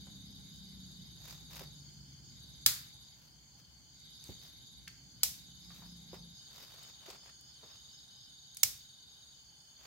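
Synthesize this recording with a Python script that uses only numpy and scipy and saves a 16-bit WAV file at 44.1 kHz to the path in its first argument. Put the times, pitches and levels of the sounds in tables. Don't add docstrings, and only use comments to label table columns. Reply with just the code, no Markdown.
import sys
import numpy as np
from scipy import signal
from scipy.fft import rfft, irfft
from scipy.io import wavfile

SR = 44100
rng = np.random.default_rng(int(sys.argv[2]) if len(sys.argv) > 2 else 0)


def digitize_waveform(pressure):
    field = np.atleast_2d(pressure).T
    bounded = np.clip(field, -1, 1)
    quanta = np.round(bounded * 32767).astype(np.int16)
    wavfile.write(sys.argv[1], SR, quanta)


N = 434826
T, HZ = np.arange(N) / SR, np.fft.rfftfreq(N, 1 / SR)
MOVE_S = 6.35


def amp(db):
    return 10 ** (np.asarray(db) / 20)


def unit(x):
    return x / np.sqrt(np.mean(x ** 2) + 1e-20)


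def read(points, hz):
    f, value = np.transpose(points)
    return np.interp(np.log(hz + 1), np.log(f + 1), value)


def curves(rows):
    s, *columns = np.transpose(rows)
    return [np.interp(T, s, column) for column in columns]


def add(mix, s, sound):
    part = mix[..., round(s * SR):][..., :sound.shape[-1]]
    part += sound[..., :part.shape[-1]]


def drift(hz):
    lowpass = np.exp(-np.minimum(HZ / hz, 20) ** 2)
    return unit(irfft(rfft(rng.standard_normal(N)) * lowpass, N))


def noise(gain, alike=.3, grain=1):
    a, b = rng.standard_normal((2, N)) * grain
    likeness = np.clip(alike, -1, 1)
    right = likeness * a + np.sqrt(1 - likeness ** 2) * b
    return unit(irfft(rfft([a, right]) * gain, N))


def ring(db, size=2048):
    log_gain = np.log(amp(np.r_[db, db[-2:0:-1]]))
    spectrum = np.exp(np.conj(signal.hilbert(log_gain)))
    h = np.fft.ifft(spectrum).real[:size]
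    return h / np.linalg.norm(h)


def burst(decay_s, size=6000):
    fade = np.exp(-np.arange(size) / SR / decay_s)
    x = rng.standard_normal((2, size)) * fade
    return x / np.linalg.norm(x, axis=1, keepdims=True)


def forest(x):
    # frequency in Hz, t60 in seconds.
    decay_times = [(200, 0.35), (1500, 0.47), (5000, 0.38), (10000, 0.32), (16000, 0.36)]
    taps = rng.standard_normal((2, SR)) * amp(1.4 * rng.standard_normal((2, SR)))
    hz, t, bands = signal.stft(taps, SR, nperseg=256)
    fade = amp(-60 * t / read(decay_times, hz)[:, None])
    tail = signal.istft(bands * fade, SR, nperseg=256)[1]
    tail /= np.linalg.norm(tail[0])
    return signal.fftconvolve(np.atleast_2d(x), tail, axes=1)[:, :N]


def moved():
    return np.clip((T - MOVE_S) / 0.021, 0, 1)


def night(rumble_db=1, air_db=-71, uneven_hz=820, uneven_db=-86):
    # frequency in Hz, relative level in dB.
    rumble_tone = [(20, -26), (40, -20.5), (62, 6.5), (85, -5), (145, 2.5), (200, -6.5), (300, -12),
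                   (450, -26.5), (900, -39)]
    # time in seconds, level in dB.
    rumble_swell = [(0, -57.5), (2.7, -60.5), (3.1, -66.5), (4.1, -66), (4.5, -64), (6.3, -61), (6.4, -67),
                    (9.86, -72)]
    # frequency in Hz, relative level in dB.
    air_tone = [(50, 0), (300, -3), (600, -3), (950, -0.5), (1250, -6.5), (2600, -7.5), (5700, -5.5),
                (8300, -12), (12500, -9.5), (16000, -11.5)]
    swell_db, = curves(rumble_swell)
    rumble = noise(amp(read(rumble_tone, HZ)), alike=0.69) * amp(swell_db + rumble_db)
    air = noise(amp(read(air_tone, HZ)), alike=0.084) * amp(air_db + .9 * drift(4))
    middle_band = 1 / (1 + ((HZ - uneven_hz) / 90) ** 4)
    uneven = noise(middle_band, alike=.3) * amp(uneven_db + 4 * drift(14))
    return rumble + uneven + air


def engine(stop_s=.02):
    # time in seconds, pitch in Hz before a slight waver, relative level in dB.
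    glide = [(0, 200, -57.5), (.7, 191.5, -59), (1.05, 177, -55), (1.35, 168, -68), (1.7, 147.9, -54.5),
             (2.1, 139.8, -58.5), (2.85, 128.7, -61), (3.2, 130.5, -76.5), (5.1, 174.9, -71.5),
             (5.6, 177, -64.5), (5.9, 174.8, -55.5), (6.32, 169.8, -58)]
    hz, db = curves(glide)
    phase = 2 * np.pi * np.cumsum(hz * (1 + .005 * drift(10))) / SR
    orders = [(5 / 6, -8), (1, 0), (7 / 6, -11), (8 / 6, -12)]  # (pitch ratio, level dB)
    drone = sum(np.sin(ratio * phase) * amp(order_db + 2 * drift(12)) for ratio, order_db in orders)
    heard = np.clip((MOVE_S - T) / stop_s, 0, 1)
    return heard * amp(db) * drone


def choirs(flutter_db=1.47, swell_share=0.65):
    # centre in Hz, relative width, level in dB before the shared swell,
    # change in dB at the second listening spot, mean throbs a second, throb depth in dB (sign flips it).
    insect_bands = [(1542, 270, -81, 3, 3, 1), (2170, 420, -83.5, -8.5, 3.9, 5.5),
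                    (3040, 71, -76, 5, 5.3, 3), (3196, 170, -76.5, 2, 3.8, 3.5),
                    (3540, 210, -75, 6.5, 5, -2), (4283, 250, -73.5, 2, 20, 2.5),
                    (4542, 240, -64, 1.5, 9, 1.5), (4903, 460, -68.5, 1, 3.5, 2),
                    (6276, 140, -69, -1, 11, 2), (6710, 520, -69.5, 2.5, 2.2, 3.5),
                    (7390, 680, -77.5, 1.5, 3, 2), (9250, 910, -85.5, 8.5, 3.3, 3.5)]
    # time in seconds, level in dB.
    shared_swell = [(0.0, -60.5), (2.97, -60), (3.29, -66.5), (3.87, -64.5), (4.2, -56.5), (4.72, -63),
                    (5.32, -60.5), (9.86, -66)]
    out, second = np.zeros((2, N)), moved()
    for hz, width, db, change_db, rate, depth_db in insect_bands:
        throb = np.sin(2 * np.pi * np.cumsum(rate * (1 + 0.2014 * drift(2.12))) / SR)
        band = 1 / (1 + ((HZ - hz) / (0.91 * width)) ** 2) ** 2
        level_db = db + change_db * second + depth_db * throb + flutter_db * drift(46)
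        out += noise(band, alike=0.017) * amp(level_db)
    swell_db, = curves(shared_swell)
    return out * amp(swell_share * (swell_db - np.median(swell_db)))


def bouts(rise_s=0.17, fall_s=.14, tire_db_per_s=0.5, slowing_s=.3, slowing=.4):
    # start in seconds, end in seconds, mid-bout level in dB before the mix,
    # chirps a second before the slowing at its end.
    song = [(-.3, 1.87, -59, 20.6), (2.25, 3.2, -59.5, 15.4), (3.9, 4.92, -59, 20.8),
            (5.13, 7.18, -60.5, 19), (7.47, 9.44, -61.5, 22.4)]
    gain, rate = np.zeros((2, N))
    for start, end, db, chirps in song:
        gate = np.clip(np.minimum((T - start) / rise_s, (end - T) / fall_s), 0, 1)
        gain += gate * amp(db - tire_db_per_s * (T - (start + end) / 2))
        ending = np.clip(1 - (end - T) / slowing_s, 0, 1)
        rate += (gate > 0) * chirps * (1 - slowing * ending)
    return gain, rate


def singer(hz=3740, sweep_hz=390, narrowing=0.43, rasp_hz=40, direct_db=-6, wet_db=-7, buzz_db=-3.0,
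           uneven=.06, overtone_db=-9.5, overtone_change_db=-6.5):
    gain, rate = bouts()
    second = moved()
    duty = .55
    cycle = np.cumsum(rate * (1 + uneven * drift(6))) / SR % 1
    along = np.minimum(cycle / duty, 1)
    sweep = sweep_hz * (1 - narrowing * second) * (.5 - along)
    pitch = hz + sweep + rasp_hz * drift(402)
    phase = 2 * np.pi * np.cumsum(pitch) / SR
    level = gain * unit(np.abs(np.sin(np.pi * along)) ** 0.49) * np.sqrt(2)
    ears = np.array([phase, phase + 1.59])
    note = level * np.sin(ears)
    overtone = level * amp(overtone_db + overtone_change_db * second) * np.sin(3 * ears)
    band = 1 / (1 + np.abs((HZ - hz) / (0.67 * sweep_hz)) ** 7)
    buzz = noise(band, alike=.1) * gain * amp(buzz_db)
    clearer = amp(3 * second)
    direct = buzz / clearer + clearer * amp(direct_db) * note + 0.57 * overtone
    return direct + amp(wet_db) * forest(note[0]) + .5 * forest(overtone[0])


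def tap(db, centre_hz, decay_s, skirt_db):
    octaves = np.log2(np.fft.rfftfreq(4096, 1 / SR) / centre_hz + 1e-3)
    skirts = -skirt_db * (np.hypot(.5, octaves) - .5)
    body = ring(np.maximum(skirts, -90))
    x = signal.fftconvolve(burst(decay_s), body[None], axes=1)
    return amp(db) * x / np.linalg.norm(x, axis=1, keepdims=True)


def rustle(scuff_db=0, crackle_db=-1):
    # peak time in seconds, seconds from the peak
    # to 9 dB down, low scuffing in dB, crisp crackle in dB (both before the trims above).
    steps = [(1.308, 0.073, -62.5, -53.5), (1.564, 0.045, -58, -50.5), (1.609, 0.038, -53, -49.5),
             (3.23, 0.078, -78, -65), (3.593, 0.02, -71.5, -64.5), (4.293, 0.073, -81, -59.5),
             (4.458, 0.048, -80, -57), (5.774, .12, -82, -60.5), (6.146, 0.034, -61.5, -64),
             (6.614, 0.1, -60, -55), (6.812, 0.16, -61.5, -60.5), (7.105, 0.053, -53, -56.5),
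             (7.278, 0.038, -59.5, -66), (7.68, 0.12, -66, -66.5), (9.852, 0.049, -60, -61)]
    # frequency in Hz, relative level in dB.
    scuff_tone = [(100, -35), (350, -7), (900, -1.5), (2000, -7), (5000, -9), (9000, -21), (15000, -45)]
    # frequency in Hz, relative level in dB.
    crackle_tone = [(500, 0.5), (2500, 0), (6000, 3), (9000, -10), (13000, 0.5), (16000, -3.5)]
    clumps = amp(3.5 * drift(140) + 1.8 * drift(30))
    crisp = amp(read(crackle_tone, HZ))
    scuff = noise(amp(read(scuff_tone, HZ)), alike=0.17, grain=clumps)
    leaves = noise(crisp, alike=0.13, grain=clumps)
    stalks = noise(crisp, alike=.5, grain=rng.random(N) < 220 / SR)
    crackle = .87 * leaves + .5 * stalks
    low_power, high_power = np.zeros((2, N))
    for s, length, low_db, high_db in steps:
        swell = 1 / (1 + ((T - s) / length) ** 2) ** 3
        low_power += swell * amp(low_db + scuff_db) ** 2
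        high_power += swell * amp(high_db + crackle_db) ** 2
    return scuff * np.sqrt(low_power) + crackle * np.sqrt(high_power)


def handling(forest_db=-6, twig_skirt_db=11, tick_s=0.0013, ticks_per_s=1.1, tick_db=-40.5,
             tick_spread_db=3, tick_hz=8600):
    # start in seconds, level in dB, centre in Hz, decay in seconds.
    twigs = [(1.308, -26, 4870, .002), (1.5574, -28, 10000, .0015), (4.2404, -27.5, 6500, .0012),
             (4.879, -22, 4600, 0.0029), (6.8334, -31.5, 10030, .0012), (7.102, -24.5, 4600, .003),
             (7.411, -34, 10090, .001), (8.547, -29.5, 8060, .003), (8.5698, -18, 6500, 0.0034)]
    # start in seconds, level in dB before
    # the channel blend, centre in Hz, decay in seconds, skirt in dB per octave.
    knocks = [(.069, -33.5, 586, .012, 13), (1.608, -21.5, 367, 0.012, 14), (2.662, -17, 110, .01, 12.5),
              (4.29, -15, 135, .01, 16), (4.292, -25, 446, 0.0082, 26), (4.876, -21.5, 2100, 0.0073, 25),
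              (5.234, -22.5, 70, 0.021, 11), (5.703, -32.5, 1199, .012, 18), (5.818, -31.5, 929, .02, 15),
              (6.131, -21.5, 420, 0.0097, 16.5), (6.142, -29, 892, .006, 15), (7.082, -23.5, 403, .021, 16),
              (7.631, -28.5, 383, 0.018, 10), (8.634, -19.5, 75, 0.063, 14.5)]
    out = np.zeros((2, N))
    for s, db, hz, decay_s in twigs:
        add(out, s, tap(db, hz, decay_s, twig_skirt_db))
    for at in np.flatnonzero(rng.random(N) < ticks_per_s / SR):
        db = tick_db + tick_spread_db * rng.standard_normal()
        add(out, at / SR, tap(db, tick_hz, tick_s, twig_skirt_db))
    for s, db, hz, decay_s, skirt_db in knocks:
        knock = tap(db, hz, decay_s, skirt_db)
        add(out, s, 0.67 * knock + 0.37 * knock[::-1])
    return out + amp(forest_db) * forest(out) + rustle()


def rasper(hz=5020, width_hz=240):
    # first call in seconds, last call in seconds, calls a second, peak gain in dB.
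    call_runs = [(.3, 2.33, 3.94, -67), (4.2, 4.5, 4, -69), (5.68, 6.895, 4.2, -62), (7.22, 8.2, 4, -61.5)]
    gain = np.zeros(N)
    for first, last, rate, db in call_runs:
        calling = (T > first - .5 / rate) & (T < last + .5 / rate)
        gain += calling * amp(db) * np.cos(np.pi * rate * (T - first)) ** 2
    band = 1 / (1 + ((HZ - hz) / width_hz) ** 4)
    return gain * noise(band, alike=.05)


def snaps(tear_s=0.0006, ground_s=0.017, ground_db=-6, forest_db=-6, db=-1.5):
    # start in seconds, relative level in dB,
    # left-minus-right level in dB before the shared pan.
    breaks = [
        [(2.6615, -9, -2), (2.6624, 9, 5.5), (2.6645, 6, 6.5)],
        [(5.2328, -3.5, 10), (5.2335, 2, -2), (5.2364, 0, -2)],
        [(8.6322, -3, -16), (8.6333, 0, 19), (8.635, -3, -6), (8.6357, 1.5, -14.5)],
    ]
    # frequency in Hz, relative level in dB.
    wood_colours = [
        [(150, -22), (400, -31), (750, -27), (1500, -15), (1950, -13.5), (2900, -13), (3400, -6.5), (4900, -1),
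         (5600, -8.5), (7000, -6), (9200, -16), (11200, -6), (15500, -6)],
        [(150, -53), (400, -31), (700, -17.5), (1250, -24), (2360, -11.5), (3000, -7), (5200, 1.5),
         (7700, -3.5), (8900, -9), (12200, 0), (15500, -3)],
        [(150, -40.5), (700, -22), (1150, -24), (1850, -17), (2150, -13), (2800, -11), (3700, -7), (5100, 0),
         (7000, -4.5), (9400, -9.5), (12000, -3.5), (15500, -3.5)],
    ]
    # pitch in Hz, relative level in dB, t60 in seconds.
    stick_modes = [
        [(1610, -29, 0.059), (3375, -13.5, .02)],
        [(1515, -22, 0.019), (7850, -7.5, 0.03)],
        [(2210, -14.5, 0.04), (7050, 0, 0.023)],
    ]
    # frequency in Hz, left-minus-right level in dB.
    shared_pan = [(1000, -3), (6000, -5), (8000, -3.5), (10000, -11), (15000, -3)]
    # frequency in Hz, relative level in dB.
    forest_tone = [(200, 6), (1500, 4.5), (4000, 0), (9000, 5.5), (16000, -1.5)]
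    direct, outward = np.zeros((2, N)), np.zeros(N)
    hz, t = np.fft.rfftfreq(4096, 1 / SR), np.arange(6000) / SR
    five_samples_late = np.exp(-2j * np.pi * np.fft.rfftfreq(len(t)) * 5)
    for fractures, colour, modes in zip(breaks, wood_colours, stick_modes):
        wood = ring(read(colour, hz))
        for s, level_db, pan_db in fractures:
            fibres = rfft(burst(tear_s))
            fibres /= np.abs(fibres) ** .7
            fibres[1] += 1.2 * fibres[0] * five_samples_late
            crack = signal.fftconvolve(irfft(fibres), wood[None], axes=1)[:, :3000]
            crack /= np.linalg.norm(crack, axis=1, keepdims=True)
            add(direct, s, crack * amp([[level_db + pan_db / 2], [level_db - pan_db / 2]]))
        main_s = fractures[1][0]
        strength = np.linalg.norm(amp(np.array(fractures)[:, 1]))
        add(outward, main_s, strength * wood)
        for mode_hz, level_db, t60 in modes:
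            note = np.sin(2 * np.pi * mode_hz * t) * amp(-60 * t / t60)
            add(direct, main_s, amp(level_db) * note / np.linalg.norm(note))
    pan_db = read(shared_pan, HZ)
    direct = irfft(rfft(direct) * amp([pan_db / 2, -pan_db / 2]), N)
    ground = signal.oaconvolve(outward[None], burst(ground_s), axes=1)[:, :N]
    scattered = forest(irfft(rfft(outward) * amp(read(forest_tone, HZ)), N))
    return amp(db) * (direct + amp(ground_db) * ground + amp(forest_db) * scattered)


def cricket(hz=6540, rise_hz=380, db=-60.0, wet_db=-11, third_pulse=.6):
    # first chirp in seconds, last chirp in seconds (both before jitter), number of chirps.
    chirp_runs = [(6.36, 6.56, 3), (6.776, 7.935, 13), (8.012, 8.893, 10), (9.003, 9.783, 9)]
    pulse_s, period_s, jitter_s = .018, .0225, .003
    out, along = np.zeros(N), np.linspace(0, 1, int(pulse_s * SR))
    for first, last, count in chirp_runs:
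        for s in np.linspace(first, last, count) + jitter_s * rng.standard_normal(count):
            pulses = 2 + (rng.random() < third_pulse)
            for k in range(pulses):
                pitch = hz + rise_hz * (along - .5) + 25 * rng.standard_normal()
                note = np.sin(np.pi * along) * np.sin(2 * np.pi * np.cumsum(pitch) / SR)
                add(out, s + k * period_s - pulse_s / 2, amp(db + rng.standard_normal()) * note)
    return out + amp(wet_db) * forest(out)


def scene():
    background = night() + engine()
    insects = choirs() + singer() + rasper() + cricket()
    return background + insects + handling() + snaps()


def record(dry):
    lowpass = signal.firwin(511, 15900, window=("kaiser", 9), fs=SR)
    return signal.oaconvolve(dry, lowpass[None], "same")


dry = scene()
out = record(dry)
digitize_waveform(out)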